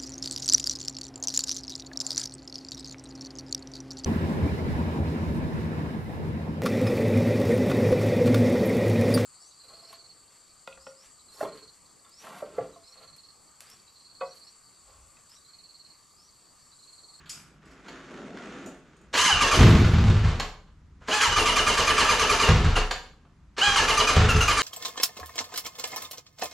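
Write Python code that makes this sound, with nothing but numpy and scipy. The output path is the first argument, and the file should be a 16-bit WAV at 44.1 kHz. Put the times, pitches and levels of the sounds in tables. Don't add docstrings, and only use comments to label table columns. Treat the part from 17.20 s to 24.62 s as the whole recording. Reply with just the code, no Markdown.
import sys
import numpy as np
from scipy import signal
from scipy.fft import rfft, irfft, next_fast_len
from scipy.io import wavfile
from scipy.ndimage import uniform_filter1d, map_coordinates

SR = 44100
rng = np.random.default_rng(int(sys.argv[2]) if len(sys.argv) > 2 else 0)


def bounce(signal):
    frames = np.transpose(np.atleast_2d(signal))
    limited = np.clip(frames, -1, 1)
    pcm = np.round(limited * 32767).astype(np.int16)
    wavfile.write(sys.argv[1], SR, pcm)


def volts_from_db(level):
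    exponent = np.asarray(level, float) / 20
    return 10 ** exponent


N = 327222
T = np.arange(N) / SR

# (time [s], spin-up [s], hold [s], level [dB])
STARTER_STARTS = [
    (1.929, 0.066, 0.034, -31),
    (3.873, 0.11, 0.014, -34.5),
    (6.366, .126, 0.067, -33),
]
# (time [s], rise [s], top tooth rate [Hz], droop [s], tooth rate after droop [Hz])
SPIN_UPS = [
    (1.929, 0.098, 1050, 0.019, 1042),
    (3.872, 0.081, 862, .057, 791.1),
    (6.368, .085, 828, .107, 790.2),
]
# (time [s], length [s], clatter [dB], bark [dB], boom [dB])
ENGINE_CATCHES = [
    (2.366, 0.88, -23.5, -17.5, -36),
    (5.274, 0.35, -23.5, -29, -27),
    (6.946, 0.272, -21.5, -29, -28.5),
]
# (time [s], peak level [dB])
UNFIRED_PUFFS = [(2.126, -20), (2.225, -23), (2.328, -20), (4.076, -20.5), (4.173, -20.5), (4.279, -25),
                 (4.387, -25), (4.476, -24.5), (4.587, -22), (4.689, -23.5), (4.799, -24), (4.9, -23),
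                 (5.01, -24.5), (5.103, -23), (5.218, -23.5), (6.473, -23), (6.594, -22.5), (6.686, -25.5),
                 (6.786, -23), (6.889, -25), (7.289, -26), (7.379, -32)]
# (frequency [Hz], width [Hz], level [dB])
CASING_MODES = [(450, 98, -8.5), (964, 60, 0), (1102, 53, 5.5), (1192, 49, 6.5), (1291.2, 130, 5.5),
                (1612, 220, 2), (2383, 120, 0), (2896, 500, -3), (4015, 120, -5), (4800, 270, -5),
                (5476, 80, -5.5), (6223, 170, -3.5), (7380, 160, -7.5), (8980, 180, -12.5),
                (10070, 140, -14), (11180, 130, -25)]
# (time [s], level [dB])
STREET_LEVEL = [(0, -61.5), (.4, -65.5), (1.9, -62.5), (3.3, -54), (3.95, -52), (5.8, -58), (7.42, -54.5)]

CRANK_DB, REST_HZ = -16.5, 310.3


def unit(x):
    return x / np.sqrt(np.mean(x ** 2) + 1e-20)


def along(points, hz):
    f, v = np.transpose(points)
    return np.interp(np.log(hz + 1), np.log(f + 1), v)


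def gain(rows):
    s, db = np.transpose(rows)
    return volts_from_db(np.interp(T, s, db, -120, -120))


def wobble(rate_hz):
    knots = rng.standard_normal(int(N * rate_hz / SR) + 4)
    return map_coordinates(knots, [T * rate_hz])


def filtered(x, response):
    m = next_fast_len(N + SR // 2)
    return irfft(rfft(x, m) * response(np.fft.rfftfreq(m, 1 / SR)), m)[..., :N]


def resonances(peaks):
    def response(f):
        total = 0
        for k, (c, w, db) in enumerate(peaks):
            total = total + (-1) ** k * volts_from_db(db) * 1j * f * w / (c * c - f * f + 1j * f * w)
        return total
    return response


def mode(x, hz, width_hz, db):
    b, a = signal.iirpeak(hz, hz / (1.5 * width_hz), SR)
    return volts_from_db(db) * signal.lfilter(b, a, signal.lfilter(b, a, x))


def hiss(spectrum, grain_db=0):
    x = rng.standard_normal(N) * volts_from_db(grain_db * wobble(300))
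    return unit(filtered(x, lambda hz: volts_from_db(along(spectrum, hz))))


def blows(rows):
    s, db = np.transpose(rows)[:2]
    return np.bincount(np.round(s * SR).astype(int), volts_from_db(db), N)[:N]


def held(s, length_s, db, attack_s, fade_db, release_db):
    t = np.maximum(T - s, 0)
    return (1 - np.exp(-t / attack_s)) * volts_from_db(db - fade_db * t - release_db * np.maximum(t - length_s, 0))


def starter():
    # (multiple of tooth rate, level [dB])
    teeth = [(1, 0.5), (2, -1), (3, -6), (4, 0), (5, -3), (6, -6), (7, -9.5), (8, -11.5), (9, -7.5),
             (10, -13)]
    # (frequency [Hz], width [Hz], level [dB])
    shell = [(820, 110, 0), (980, 120, 1), (1206, 230, 3), (1670, 250, 2.5), (2070, 92, 2.5),
             (2248, 360, -2.5), (2411, 130, 5.5), (2896, 230, 9), (3291, 78, -1), (3980, 200, -3.5),
             (5200, 270, -7.5), (6240, 570, -5.5), (7440, 300, -8), (8800, 400, -12.5), (10100, 300, -10.5)]
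    # (frequency [Hz], density [dB per Hz])
    rasp_spectrum = [(3240, -33.5), (6180, -3.5), (7580, -7.5), (8440, -23), (10200, -14.5), (11300, -24.5),
                     (12500, -31.5), (13600, -23), (14900, -49.5)]
    # (frequency [Hz], density [dB per Hz])
    grind_spectrum = [(41, -44), (70, -10), (109, -34), (155, -12), (513, -14.5), (720, -16.5),
                      (1160, -6.5), (2880, -11), (3760, -12), (6120, -15), (9000, -28), (11700, -54),
                      (19800, -120)]
    shell_floor_db = -14

    load, bite, hz = gear_load()
    hz = uniform_filter1d(spun_up(hz), size=SR // 200) * (1 + .009 * wobble(90))
    turn = 2 * np.pi * np.cumsum(hz) / SR

    whine = np.zeros(N)
    for k, db in teeth:
        flutter = volts_from_db(db + 4 * np.tanh(wobble(85)))
        whine += flutter * meshing(hz, k) * np.sin(k * turn + k * k)
    whine = filtered(load * bite * whine, lambda f: abs(resonances(shell)(f)) ** 1.5 + volts_from_db(shell_floor_db))

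    knocks = (1 + 0.57 * np.cos(turn)) * rng.standard_normal(N) * volts_from_db(2.7 * wobble(150))
    speed = np.minimum(hz / 1100, 1.12)
    rung = np.zeros(N)
    for peak in CASING_MODES:
        caught = volts_from_db(4 * np.tanh(wobble(28))) * speed ** (peak[0] / 5000)
        rung += caught * mode(load * knocks, *peak)
    load_rms = np.sqrt(np.mean(load ** 2))
    tones = load_rms * (volts_from_db(-4.5) * unit(whine) + volts_from_db(-7.0) * unit(rung))

    inrush = sum(held(row[0], 0.057, 10.5, 0.035, 5.5, 110) for row in STARTER_STARTS)
    flicker = volts_from_db(1.5 * wobble(45)) * (1 + .8 * np.cos(turn))
    rasp = volts_from_db(-16) * load * np.sqrt(load / volts_from_db(CRANK_DB)) * (0.5 + inrush)
    rasp = rasp * speed ** 3 * flicker * hiss(rasp_spectrum, grain_db=1.0)
    grind = volts_from_db(-9.5) * load * volts_from_db(1.2 * wobble(35)) * hiss(grind_spectrum, grain_db=3)
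    return tones + rasp + grind


def gear_load():
    load, bite, hz = np.zeros(N), np.zeros(N), np.full(N, 900.)
    for s, length, db, sag_db, start_hz, slow_hz, slowing in strokes():
        inside = (T >= s) & (T < s + length)
        u = (T[inside] - s) / length
        bend = 1.5 if sag_db > 0 else .4
        load[inside] = volts_from_db(db - sag_db * np.minimum(u / 0.64, 1) ** bend)
        slack_db = (5 + 1.5 * sag_db) * (sag_db > 1)
        bite[inside] = 1e-6 + volts_from_db(-slack_db * np.clip((u - .45) / .3, 0, 1))
        fall = np.cos(np.pi / 2 * np.minimum(u * length / slowing, 1)) ** 2
        hz[inside] = slow_hz + (start_hz - slow_hz) * fall
    load = abs(uniform_filter1d(load, size=SR // 75))
    for row in STARTER_STARTS:
        load[(T > row[0] - .02) & (T < row[0])] = 0
    return load, abs(uniform_filter1d(bite, size=SR // 200)), hz


def strokes():
    # (time [s], length [s], effort [dB], sag [dB], slowing time [s])
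    compressions = [(2.032, .17, -0.5, 2.5, 0.1216), (2.207, 0.094, 0.5, 2.5, 0.043),
                    (2.311, .093, 0.5, 5, 0.062), (4.003, 0.15, 0, 4, 0.13), (4.161, 0.095, 0, 5, .045),
                    (4.257, 0.094, 0, 5, 0.062), (4.358, 0.1, 1.5, 9, .057), (4.465, 0.093, -0.5, 4, 0.056),
                    (4.571, .1, 0, 6, 0.057), (4.673, .105, 0, 5.5, .058), (4.778, .111, 1, 6, .062),
                    (4.89, .105, 0.5, 6.5, .055), (4.994, .102, -0.5, 4.5, .058),
                    (5.095, .106, -1, 6, .058), (5.198, .098, -1.5, 2, .057), (6.552, .11, 0.5, 3.5, .057),
                    (6.68, 0.1, 1, 6, 0.047), (6.775, 0.0863, 0.5, 5, .051), (6.871, 0.098, 1, 8.5, 0.067),
                    (7.28, 0.0942, 0.5, 9.5, 0.069), (7.368, .11, -1.5, 2.5, 0.086)]
    # (time [s], length [s], level [dB], sag [dB])
    overruns = [
        (5.555, .06, -22, 13),
        (7.087, .072, -18.5, 12),
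        (7.159, .045, -27, 2),
        (7.207, .066, -17, 11),
    ]
    usual_s, free_hz, loaded_hz = .103, 1223, 870.5
    race_hz, race_loaded_hz = 1409, 1280
    swell_db, held_db, hold_sag_db = 15, 12.5, -1.5

    rows = []
    for s, length, db, sag_db, slowing in compressions:
        pace = usual_s / length
        rows.append((s, length, CRANK_DB + db, sag_db, free_hz * min(pace, 1) ** .2,
                     loaded_hz * pace ** .45, slowing))
    for row in overruns:
        rows.append((*row, race_hz, race_loaded_hz, .58 * row[1]))
    for s, spin, hold, db in STARTER_STARTS:
        rows.append((s, spin, db, -swell_db, REST_HZ, REST_HZ, 1))
        rows.append((s + spin, hold, db + held_db, hold_sag_db, REST_HZ, REST_HZ, 1))
    return rows


def spun_up(hz):
    for s, rise, top_hz, droop, end_hz in SPIN_UPS:
        arch = REST_HZ + (top_hz - REST_HZ) * np.sin(np.pi / 2 * np.clip((T - s) / rise, 0, 1))
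        arch = arch + (end_hz - top_hz) * np.clip((T - s - rise) / droop, 0, 1)
        hz = np.where((T >= s) & (T < s + rise + droop + .004), arch, hz)
    return hz


def meshing(hz, multiple):
    droop_db, mesh_hz, mesh_share = -10, 720, 0.89
    lost_db, full_hz = np.zeros(N), np.full(N, float(mesh_hz))
    for s, rise, top_hz, droop, _ in SPIN_UPS:
        lost_db += droop_db * np.clip((T - s - rise) / droop, 0, 1) * (T < s + rise + droop)
        full_hz[(T >= s) & (T < s + rise)] = mesh_share * top_hz
    return volts_from_db(lost_db) * np.minimum(hz / full_hz, 1) ** (3 + 14 / multiple)


def exhaust():
    # (frequency [Hz], level [dB], t60 [s], polarity)
    pipe_modes = [(35, -33, 0.518, 0.74), (55.45, -14, 0.69, 0.5), (78.3, -12.5, 0.24, 1.34),
                  (105.3, -8, 0.5, -0.33), (113.7, -21, 0.13, 2.2), (159.3, -16, 0.47, -0.58),
                  (181.5, -39.5, 0.71, 0.23), (210, -27.5, 0.16, 1.35)]
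    # (frequency [Hz], width [Hz], level [dB])
    chambers = [(118.1, 41, 2.5), (220.5, 38, 2), (251.7, 34, 0), (361, 18, -1.5), (493, 15, -18)]
    puff_dull_hz = 110
    bark_fade_db = 28.5
    street_boom_db, puff_boom_db = -10.5, -15.5

    t = T[:SR // 2]
    ring = sum(sign * volts_from_db(db - 60 * t / t60) * np.sin(2 * np.pi * hz * t) for hz, db, t60, sign in pipe_modes)
    ring = ring * (1 - np.exp(-t / 0.0038))
    puffs = volts_from_db(6.0) * filtered(blows(UNFIRED_PUFFS), lambda f: 1 / (1 + 1j * f / puff_dull_hz))
    thumps = signal.fftconvolve(bangs() + puffs, ring)[:N]

    beat = signal.fftconvolve(bangs(), volts_from_db(-60 * t / 0.28) * (1 - np.exp(-t / 0.017)))[:N]
    bark = sum(held(s, n, db, 0.014, bark_fade_db, 230) for s, n, _, db, _ in ENGINE_CATCHES)
    bark = bark * (0.67 + 0.86 * beat)
    gas = unit(filtered(rng.standard_normal(N) * volts_from_db(0.62 * wobble(50)), resonances(chambers)))

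    swell = sum(held(s, n, db, 0.11, 2.2, 110) for s, n, _, _, db in ENGINE_CATCHES)
    swell = swell + sum(held(s, 0.04, db + puff_boom_db, 0.018, 5, 120) for s, db in UNFIRED_PUFFS)
    swell = swell + volts_from_db(street_boom_db) * gain(STREET_LEVEL)
    boom = np.sqrt(2) * np.sin(2 * np.pi * np.cumsum(31.5 + 0.5 * wobble(14)) / SR)
    return thumps + volts_from_db(0.5) * bark * gas + swell * volts_from_db(1.8 * wobble(7.3)) * boom


def bangs():
    # (time [s], strength [dB])
    firings = [
        [(2.389, 1), (2.41, 5), (2.428, 0), (2.458, 2), (2.476, -7), (2.508, -2), (2.526, -7.5), (2.55, -0.5),
         (2.579, -5), (2.599, -4), (2.646, 0.5), (2.682, -21), (2.735, -0.5), (2.754, -17), (2.784, -1.5),
         (2.84, -2), (2.869, 0), (2.9, 1), (2.946, -2.5), (2.967, -6.5), (3.041, -2.5), (3.083, -7.5)],
        [(5.288, 2.5), (5.307, -7), (5.359, -5), (5.444, 0)],
        [(6.965, 2), (7.013, -5), (7.04, -10), (7.146, -1.5)],
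    ]
    slot_s, slot_growth, skipped = .016, .022, 1.6
    miss_db, stall_s, stall_db = -19.5, .041, -11.5

    rows = []
    for run in firings:
        s = np.transpose(run)[0]
        missed = np.diff(s) > skipped * (slot_s + slot_growth * (s[:-1] - s[0]))
        midway = (s[1:] + s[:-1]) / 2
        rows += run
        rows += [(t, miss_db) for t in midway[missed]]
        rows += [(s[-1] + stall_s, stall_db)]
    return blows(rows)


def valves():
    # (frequency [Hz], density [dB per Hz])
    clatter_spectrum = [(180, -23.5), (300, -4), (365, -32.5), (420, 3.5), (560, -7.5), (1200, -4.5),
                        (3770, -14.5), (7610, -26.5), (12400, -70), (14900, -68)]
    # (time [s], level [dB], t60 [s])
    kickbacks = [(3.03, -29, 0.34), (5.27, -5.5, 0.053), (5.556, -18.5, 0.22), (5.705, -24, 0.19),
                 (3.195, -30, 0.29), (6.949, -27, 0.16), (7.201, -24, 0.87)]
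    fade_db = 16

    level = sum(held(s, n, db, 0.0027, fade_db, 420) for s, n, db, _, _ in ENGINE_CATCHES)
    level = level + sum(held(s, 0, db, 0.015, 60 / t60, 0) for s, db, t60 in kickbacks)
    beat = signal.fftconvolve(bangs(), volts_from_db(-60 * T[:SR // 5] / 0.13))[:N]
    rung = unit(filtered(rng.standard_normal(N), resonances(CASING_MODES)))
    rattle = hiss(clatter_spectrum, grain_db=1.5) + volts_from_db(-18.5) * rung
    return volts_from_db(-2.0) * level * (0.66 + 1.1 * beat) * rattle


def intake():
    # (frequency [Hz], width [Hz], level [dB])
    air_box = [(260.4, 99, -9.5), (434.7, 40, 1.5), (630, 370, -8)]
    # (time [s], peak level [dB])
    kicks = [
        (1.941, -21.5),
        (3.884, -19),
        (6.381, -26.5),
    ]
    first_gulp_db = -14

    t = T[:SR // 4]
    first = np.diff(np.transpose(UNFIRED_PUFFS)[0], prepend=0) > .5
    rows = [(s, db + first_gulp_db * one) for (s, db), one in zip(UNFIRED_PUFFS, first)]
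    gulps = signal.fftconvolve(blows(rows), volts_from_db(-60 * t / 0.31) * (1 - np.exp(-t / 0.019)))[:N]
    thuds = signal.fftconvolve(blows(kicks), volts_from_db(-60 * t / 0.15) * (1 - np.exp(-t / 0.024)))[:N]
    air = unit(filtered(rng.standard_normal(N), resonances(air_box)))
    return (volts_from_db(3) * gulps + volts_from_db(2) * thuds) * air


def struck(rows, peaks, broad_db, rise_s):
    def metal(f, tilt_db):
        body = resonances(peaks)(f) + volts_from_db(broad_db) / (1 + 1j * f / 6000) ** 2
        return body * volts_from_db(tilt_db * np.log2((f + 200) / 3000)) * (1j * f / (400 + 1j * f)) ** 2

    out = np.zeros(N)
    for s, db, tilt_db, t60 in rows:
        t = np.maximum(T - s, 0)
        rattle = rng.standard_normal(N) * volts_from_db(db - 60 * t / t60) * (1 - np.exp(-t / rise_s))
        out += filtered(rattle, lambda f: metal(f, tilt_db))
    return out


def clanks():
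    # (frequency [Hz], width [Hz], level [dB])
    steel = [(488, 170, -11), (1250, 290, 5.5), (1640, 100, 8.5), (3030, 1100, 5.5), (4364, 510, 7),
             (7200, 550, 1)]
    # (time [s], peak level [dB], tilt [dB per octave], t60 [s])
    gear_clanks = [
        (0.6796, -39, -4.5, 0.082),
        (3.1966, -18.5, -3.5, 0.052),
        (5.5638, -24.5, -6, 0.14),
        (5.7084, -17.5, -3.5, 0.055),
        (7.276, -22, 1, 0.054),
    ]
    # (time [s], peak level [dB], tilt [dB per octave], t60 [s])
    grips = [
        (1.937, -21, -4.5, 0.1),
        (3.881, -27, -4.5, 0.092),
        (6.379, -25, -4, 0.13),
    ]
    # (time [s], peak level [dB], tilt [dB per octave], t60 [s])
    nudges = [(0.057, -34.5, -3.5, 0.197), (3.471, -47.5, -6.5, 0.15), (3.812, -46.5, -14.5, 0.2),
              (5.854, -38, -4, 0.15), (6.049, -49, -13.5, 0.1106)]
    hard = volts_from_db(7.0) * struck(gear_clanks + grips, steel, broad_db=0.5, rise_s=0.0038)
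    return hard + volts_from_db(-9.5) * struck(nudges, steel, broad_db=-12.5, rise_s=0.0015)


def rider():
    # (time [s], length [s], creak [dB], rustle [dB])
    moves = [(-.1, 0.11, -64, -54.5), (0.092, 0.073, -61, -56), (0.245, 0.27, -62.5, -73.5),
             (0.414, 0.3, -59, -57), (0.637, 0.26, -48.5, -49.5), (0.887, 0.2145, -40.5, -50.5),
             (1.129, 0.21, -44, -47), (1.335, 0.16, -40.5, -54), (1.65, 0.43, -58, -64.5),
             (3.8, .07, -79, -50)]
    # (frequency [Hz], density [dB per Hz])
    seat = [(59, -58), (100, -24), (141, -5), (270, 1), (456, -6.5), (652, -10), (900, -18), (1170, -66.5),
            (1980, -120)]
    # (frequency [Hz], density [dB per Hz])
    leather = [(290, -51.5), (500, -18.5), (898, -7), (1360, -1), (3390, -14), (4860, -20.5), (6770, -19.5),
               (12000, -45), (15600, -70.5), (22000, -120)]
    # (time [s], peak level [dB], tilt [dB per octave], t60 [s])
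    clinks = [
        (0.0928, -24.5, -0.5, 0.17),
        (0.4539, -48, -4, 0.14),
        (0.5094, -47.5, -3.5, 0.17),
    ]
    # (frequency [Hz], width [Hz], level [dB])
    key_modes = [(2600, 990, -11), (4750, 230, 0), (5230, 230, 0.5), (6250, 560, -6), (7000, 143, 2),
                 (7900, 304, -1.5), (8660, 300, -7.5), (10940, 730, -8.5)]
    # (time [s], peak level [dB], tilt [dB per octave], t60 [s])
    ticks = [(1.4595, -38.5, 5, 0.067), (1.7644, -49.5, -0.5, 0.07), (1.813, -53, 3, .05),
             (1.675, -57, 0.5, .05)]
    # (frequency [Hz], width [Hz], level [dB])
    buckle_modes = [(5800, 500, -16.5), (6950, 240, 0), (7680, 300, -8), (8700, 340, -9)]

    creak = sum(held(s, n, db, 0.052, 6.7, 160) for s, n, db, _ in moves)
    creak = volts_from_db(0.5) * creak * volts_from_db(2.0 * wobble(25)) * hiss(seat)
    rustle = sum(held(s, n, db, 0.034, 10, 77) for s, n, _, db in moves)
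    rustle = volts_from_db(0.5) * rustle * hiss(leather, grain_db=2.5)
    key = volts_from_db(3.5) * struck(clinks, key_modes, broad_db=-26, rise_s=0.0013)
    buckle = volts_from_db(6.5) * struck(ticks, buckle_modes, broad_db=-11.5, rise_s=.0008)
    return creak + rustle + key + buckle


def garage(x):
    # (frequency [Hz], t60 [s])
    decay = [(200, 0.583), (2000, 0.41), (10000, 0.41)]
    hz, t, z = signal.stft(rng.standard_normal((2, SR)), SR, nperseg=256)
    tail = signal.istft(z * volts_from_db(-60 * t / along(decay, hz)[:, None]), SR, nperseg=256)[1]
    x = filtered(x, lambda f: f / (f + 150))
    delayed = np.pad(x, (250, 0))[None]
    return signal.fftconvolve(delayed, tail / np.linalg.norm(tail[0]), axes=1)[:, :N]


def traffic():
    # (frequency [Hz], density [dB per Hz])
    rumble = [(31, -32), (52, 6.5), (104, -7.5), (124, -18.5), (156, -17.5), (177, -29), (300, -30.5),
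              (390, -56.5), (660, -120)]
    return gain(STREET_LEVEL) * volts_from_db(2.5 * wobble(5.5)) * hiss(rumble)


def room_air():
    # (frequency [Hz], density [dB per Hz])
    air_spectrum = [(88, -32), (150, 0.5), (178, -7), (366, -19), (545, -28), (647, -29.5), (1210, -24.5),
                    (3070, -37.5), (7070, -41), (14000, -63)]
    return volts_from_db(-60) * hiss(air_spectrum)


def scene():
    # (frequency [Hz], side over mid [dB])
    width = [(60, -26.5), (150, -11), (300, -21.5), (620, -23), (850, -26), (1100, -12), (2300, -5.5),
             (4300, -5), (6500, -5.5), (8500, -4), (14000, 0)]
    # (frequency [Hz], left over right [dB])
    lean = [(60, .3), (500, .1), (1000, -.4), (2000, -1.2), (4000, -.7), (8000, .4), (14000, .1)]
    near = volts_from_db(-2.5) * (starter() + intake() + valves() + clanks() + rider())
    wet, other = garage(near)
    pipe = exhaust()
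    mid = near + volts_from_db(-2.0) * wet + pipe + room_air() + traffic()
    side = filtered(volts_from_db(-2.0) * other + room_air(), lambda hz: volts_from_db(along(width, hz)))
    side = side + volts_from_db(-34.0) * np.roll(pipe, SR // 300)
    stereo = np.array([mid + side, mid - side])
    return filtered(stereo, lambda hz: volts_from_db(np.outer([.5, -.5], along(lean, hz))))


def patchy(x):
    patchy_hz, patchy_db = 7800, 3.5
    hz, t, z = signal.stft(x, SR, nperseg=2048)
    bands = rng.standard_normal((len(hz) // 24 + 1, len(t)))[np.arange(len(hz)) // 24]
    bands = np.where(bands < 0, 1.5 * bands, .6 * bands)
    return signal.istft(z * volts_from_db(patchy_db * bands * (hz > patchy_hz)[:, None]), SR, nperseg=2048)[1][:, :N]


def roll_off(x):
    return signal.sosfilt(signal.butter(12, 15020, fs=SR, output="sos"), x)


def record(dry):
    # (frequency [Hz], response [dB])
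    mic = [(100, 0), (12500, 0), (14300, -4), (14900, -20), (15100, -70)]
    low_cut_hz, limit = 10, .75
    x = filtered(patchy(dry), lambda hz: volts_from_db(along(mic, hz)) * 1j * hz / (low_cut_hz + 1j * hz))
    x = x / (1 + abs(x / limit) ** 4) ** .25
    return roll_off(x)


dry = scene()
out = record(dry)
bounce(out)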